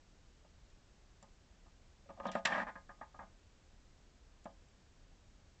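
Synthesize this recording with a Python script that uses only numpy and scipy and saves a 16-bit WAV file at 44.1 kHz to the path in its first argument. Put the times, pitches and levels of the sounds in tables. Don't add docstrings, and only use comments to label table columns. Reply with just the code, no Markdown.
import sys
import numpy as np
from scipy import signal
from scipy.fft import rfft, irfft, next_fast_len
from scipy.io import wavfile

SR = 44100
rng = np.random.default_rng(int(sys.argv[2]) if len(sys.argv) > 2 else 0)


def store_wav(level_fs):
    pcm = np.round(np.clip(np.atleast_2d(level_fs), -1, 1) * 32767)
    wavfile.write(sys.argv[1], SR, pcm.T.astype(np.int16))


N = 246959

CUTOFF_HZ, ROOM_T60_S = 8750, 0.26
RING_TIME = np.arange(2 ** 13) / SR
SPOT_Q = 5
FIRM_DB = -40


def from_db(db):
    return 10 ** (np.asarray(db) / 20)


def unit_rms(x):
    return x / np.sqrt(np.mean(x ** 2) + 1e-20)


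def unit_onset(x):
    return x / np.sqrt(np.mean(x[:int(.012 * SR)] ** 2))


def add(track, start_s, sound):
    at = round(start_s * SR)
    track[at:at + len(sound)] += sound[:N - at]


def noise(spectrum, size):
    hz, db = np.transpose(spectrum)
    bins = np.maximum(np.fft.rfftfreq(size, 1 / SR), 1)
    gain = from_db(np.interp(np.log(bins), np.log(hz), db)) * (bins < CUTOFF_HZ)
    return unit_rms(irfft(rfft(rng.standard_normal(size)) * gain, size))


def background():
    # frequency in Hz, spectral density in dB.
    hiss = [(120, -29), (200, -1.5), (364, -4.5), (393, -6), (611, -8), (1090, -12.5), (1220, -12.5),
            (1390, -13), (1550, -12.5), (2050, -15), (6900, -18), (7830, -20.5), (8600, -39), (11200, -67),
            (18900, -120)]
    rumble = [(10, -12.5), (20, -4), (35, 1), (50, -4), (80, -4.5), (115, -13), (150, -14.5), (200, -18),
              (240, -35.5), (400, -55.5)]
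    size = next_fast_len(N)
    return (from_db(-71) * noise(hiss, size) + from_db(-64) * noise(rumble, size))[:N]


def decay(t60):
    return np.exp(-np.log(1000) * RING_TIME / t60)


def ring(modes, spread_db):
    hz, db, t60 = np.transpose(modes)[:, :, None]
    strength = from_db(db + spread_db * rng.standard_normal(hz.shape))
    phase = 2 * np.pi * rng.random(hz.shape)
    partials = strength * decay(t60) * np.sin(2 * np.pi * hz * RING_TIME + phase)
    return unit_onset(np.sum(partials, axis=0))


def dense_modes(spectrum, t60, rise_s):
    hz, db = np.transpose(spectrum)
    edges = np.geomspace(100, CUTOFF_HZ, 25)[:, None]
    low, high = edges[:-1], edges[1:]
    bins = np.fft.rfftfreq(len(RING_TIME), 1 / SR)
    bands = irfft(rfft(rng.standard_normal(len(RING_TIME))) * ((bins >= low) & (bins < high)))
    bands = bands * decay(t60) * (1 - np.exp(-RING_TIME / rise_s))
    bands /= np.linalg.norm(bands, axis=1, keepdims=True)
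    centre_db = np.interp(np.log(low * high) / 2, np.log(hz), db)
    share = from_db(centre_db) * np.sqrt(high - low)
    return unit_onset(np.sum(share * bands, axis=0))


def resonance(x, hz, db, q):
    return x + (from_db(db) - 1) * signal.lfilter(*signal.iirpeak(hz, q, fs=SR), x)


def contact(x, corner_hz):
    return signal.lfilter(*signal.butter(3, np.clip(corner_hz, 200, SR / 3), fs=SR), x)


def shelf_response():
    # frequency in Hz, level in dB, 60 dB decay time in seconds.
    modes = [(188.2, -6.5, 0.23), (221.3, -5, .18), (551.5, -2, 0.19), (601, -9.5, 0.065), (623, -1, 0.086),
             (670.4, -4.5, 0.21), (743, -12.5, .13), (768, -10, 0.27), (845.4, -3.5, .2),
             (881.5, -1.5, .16), (930, -6.5, 0.12), (1006, -6.5, .13), (1044, -1, .19), (1169.5, 2, .13),
             (1234.4, 5.5, 0.17), (1470, -11, .25), (1578, -2.5, .12), (1639, 4, .14), (1716, -1, 0.12),
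             (1790, 4.5, .12), (1864, -6, 0.09), (1930, -7.5, 0.19), (2110, -5, 0.2), (2310, -2.5, 0.15),
             (2490, -2.5, .12)]
    # frequency in Hz, spectral density in dB.
    spectrum = [(90, -28.5), (140, -15.5), (212, 3), (300, -6.5), (440, -18.5), (570, 3.5), (680, 2),
                (900, 3), (1200, -3), (1380, -7.5), (1720, 4.5), (2200, -5.5), (3200, -9.5), (4500, -5.5),
                (8500, -7)]
    crowd = from_db(3.5) * dense_modes(spectrum, t60=0.048, rise_s=0.005)
    room = from_db(-11) * noise(spectrum, len(RING_TIME)) * decay(ROOM_T60_S)
    ringing = from_db(1) * ring(modes, spread_db=1.07)
    spreading = 1 - np.exp(-RING_TIME / 0.002)
    return crowd + spreading * (ringing + room)


def shell_response():
    # frequency in Hz, level in dB, 60 dB decay time in seconds.
    modes = [(2370, -5, .06), (2640, -5, .05), (2835, -2, .04), (3185, 3, .05), (3630, -7, .05),
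             (3930, -10, .04), (7260, -4, .026), (7570, -8, .026)]
    # frequency in Hz, spectral density in dB.
    spectrum = [(500, -27.5), (1200, -1.5), (1800, 13.5), (2300, 9), (3200, 7), (4200, 1), (5400, -0.5),
                (6500, -4.5), (8000, -18)]
    room = from_db(-21) * noise(spectrum, len(RING_TIME)) * decay(ROOM_T60_S)
    crack = dense_modes(spectrum, t60=0.049, rise_s=0.00057)
    ringing = from_db(-6) * ring(modes, spread_db=8)
    return unit_onset(crack + ringing + room)


def rasp(unevenness=0.11, ridge_memory_s=0.00045, slowing_octaves_per_s=10):
    # start in seconds, length in seconds, level in dB, initial ridge rate in Hz.
    slides = [(2.267, 0.047, -57, 4030), (2.319, 0.078, -59.5, 2050), (2.524, 0.03, -50.5, 3380)]
    pole = np.exp(-1 / (ridge_memory_s * SR))
    out = np.zeros(N)
    for start, length, db, start_hz in slides:
        jitter = unit_rms(signal.lfilter([1], [1, -pole], rng.standard_normal(len(RING_TIME))))
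        hz = start_hz * 2 ** (-slowing_octaves_per_s * RING_TIME)
        phase = 2 * np.pi * np.cumsum(hz * (1 + unevenness * jitter)) / SR
        swell = np.sin(np.pi * np.minimum(RING_TIME / length, 1))
        add(out, start, from_db(db) * swell * np.sqrt(2) * np.sin(phase))
    return out


def drag(slips_per_s=500, point_count=8, attack_s=0.006, release_s=0.011, grit_fade_db_per_s=55):
    # start in seconds, length in seconds, level of the wood in dB,
    # contact corner in Hz, initial level of the shell's grit in dB.
    strokes = [(2.162, 0.03, -50.5, 750, -90), (2.226, 0.021, -43.5, 910, -67),
               (2.311, 0.075, -52, 398, -57), (2.459, 0.1675, -39.5, 1980, -51),
               (2.669, 0.021, -42, 1740, -68), (3.197, 0.03, -49.5, 1250, -89)]
    points = [(resonance(shelf_response(), hz=1720, db=-1.5, q=SPOT_Q), shell_response())
              for _ in range(point_count)]
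    out = np.zeros(N)
    for start, length, db, corner_hz, grit_db in strokes:
        slip_count = int((length + release_s) * slips_per_s)
        jitter, direction = rng.standard_normal((N // 100, 2))[:slip_count].T
        ages = (np.arange(slip_count) + jitter / 2) / slips_per_s
        pressure = np.clip(np.minimum(ages / attack_s, 1 + (length - ages) / release_s), 0, 1)
        slips = np.sign(direction) * pressure * np.sqrt(SR / slips_per_s)
        for k, (board, shell) in enumerate(points):
            wood = from_db(db) * contact(board / np.linalg.norm(board), corner_hz)
            tick = shell / np.linalg.norm(shell)
            for age, slip in zip(ages[k::point_count], slips[k::point_count]):
                grit = from_db(grit_db - grit_fade_db_per_s * age) * tick
                add(out, start + age, slip * (wood + grit))
    return out


def blow(db, spot_hz, spot_db, thump_db, firm_corner_hz, octaves_per_db):
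    corner_hz = firm_corner_hz * 2 ** (octaves_per_db * (db - FIRM_DB))
    wood = resonance(contact(shelf_response(), corner_hz), hz=205, db=thump_db, q=1.5)
    return from_db(db) * unit_onset(resonance(wood, spot_hz, spot_db, SPOT_Q))


def taps(bounce_s=0.013, bounce_db=-9):
    # start in seconds, level in dB,
    # resonance favoured at the point of contact in Hz, its boost in dB.
    strikes = [(0.445, -66, 606, 2), (1.225, -60.5, 850, 2.5), (1.657, -68, 1240, 6),
               (2.452, -33.5, 1680, 7.5), (2.5185, -34.5, 1740, 4), (2.5481, -37, 1740, 6),
               (2.579, -37, 555, 7.5), (2.597, -40, 1710, 8), (2.667, -45.5, 1740, 3.5),
               (2.754, -49, 1696, 5.5), (2.891, -52.5, 1610, 6.5), (2.9864, -70.5, 1240, 2),
               (3.011, -46.5, 884, 6), (3.1426, -57, 1240, 4.5), (3.190, -49, 920, 10.5)]
    out = np.zeros(N)
    for start, level_db, spot_hz, spot_db in strikes:
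        rebound = start + bounce_s * rng.uniform(.8, 1.2)
        for when, db in ((start, level_db), (rebound, level_db + bounce_db)):
            tap = blow(db, spot_hz, spot_db, thump_db=1, firm_corner_hz=1970, octaves_per_db=0.04)
            add(out, when, tap)
    return out


def clacks():
    # start in seconds, level in dB.
    touches = [(0.700, -76), (1.2265, -64), (2.267, -58), (2.316, -53.5), (2.4511, -39.5), (2.4542, -31),
               (2.471, -42.5), (4.443, -70), (4.685, -77)]
    out = np.zeros(N)
    for start, db in touches:
        treble_db = 0.96 * max(FIRM_DB - db, 0)
        clack = resonance(shell_response(), hz=6800, db=treble_db, q=2.1)
        add(out, start, from_db(db) * unit_onset(clack))
    return out


def knocks(rock_back_s=0.04, rock_back_db=-20, shell_db=-20):
    # start in seconds, level in dB,
    # resonance favoured at the point of contact in Hz, its boost in dB.
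    impacts = [(2.058, -65, 606, 6), (2.089, -53, 1240, 12.5), (2.102, -52.5, 1260, 6),
               (2.198, -44.5, 1250, 6), (2.2535, -37, 636, 5), (2.284, -42.5, 1250, 0),
               (2.3514, -33, 633, 10.5), (4.455, -46.5, 640, 5.5)]
    out = np.zeros(N)
    for start, level_db, spot_hz, spot_db in impacts:
        for when, db in ((start, level_db), (start + rock_back_s, level_db + rock_back_db)):
            thump_db = 5 + 0.43 * (db - FIRM_DB)
            add(out, when, blow(db, spot_hz, spot_db, thump_db, firm_corner_hz=1130, octaves_per_db=0.05))
        ping = resonance(shell_response(), hz=2340, db=10, q=2.5)
        add(out, start, from_db(level_db + shell_db) * unit_onset(ping))
    return out


def scene():
    return (background() + knocks() + taps() + clacks() + drag() + rasp())[None]


def record(dry):
    return signal.sosfilt(signal.ellip(10, .1, 80, CUTOFF_HZ, fs=SR, output="sos"), dry)


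dry = scene()
out = record(dry)
store_wav(out)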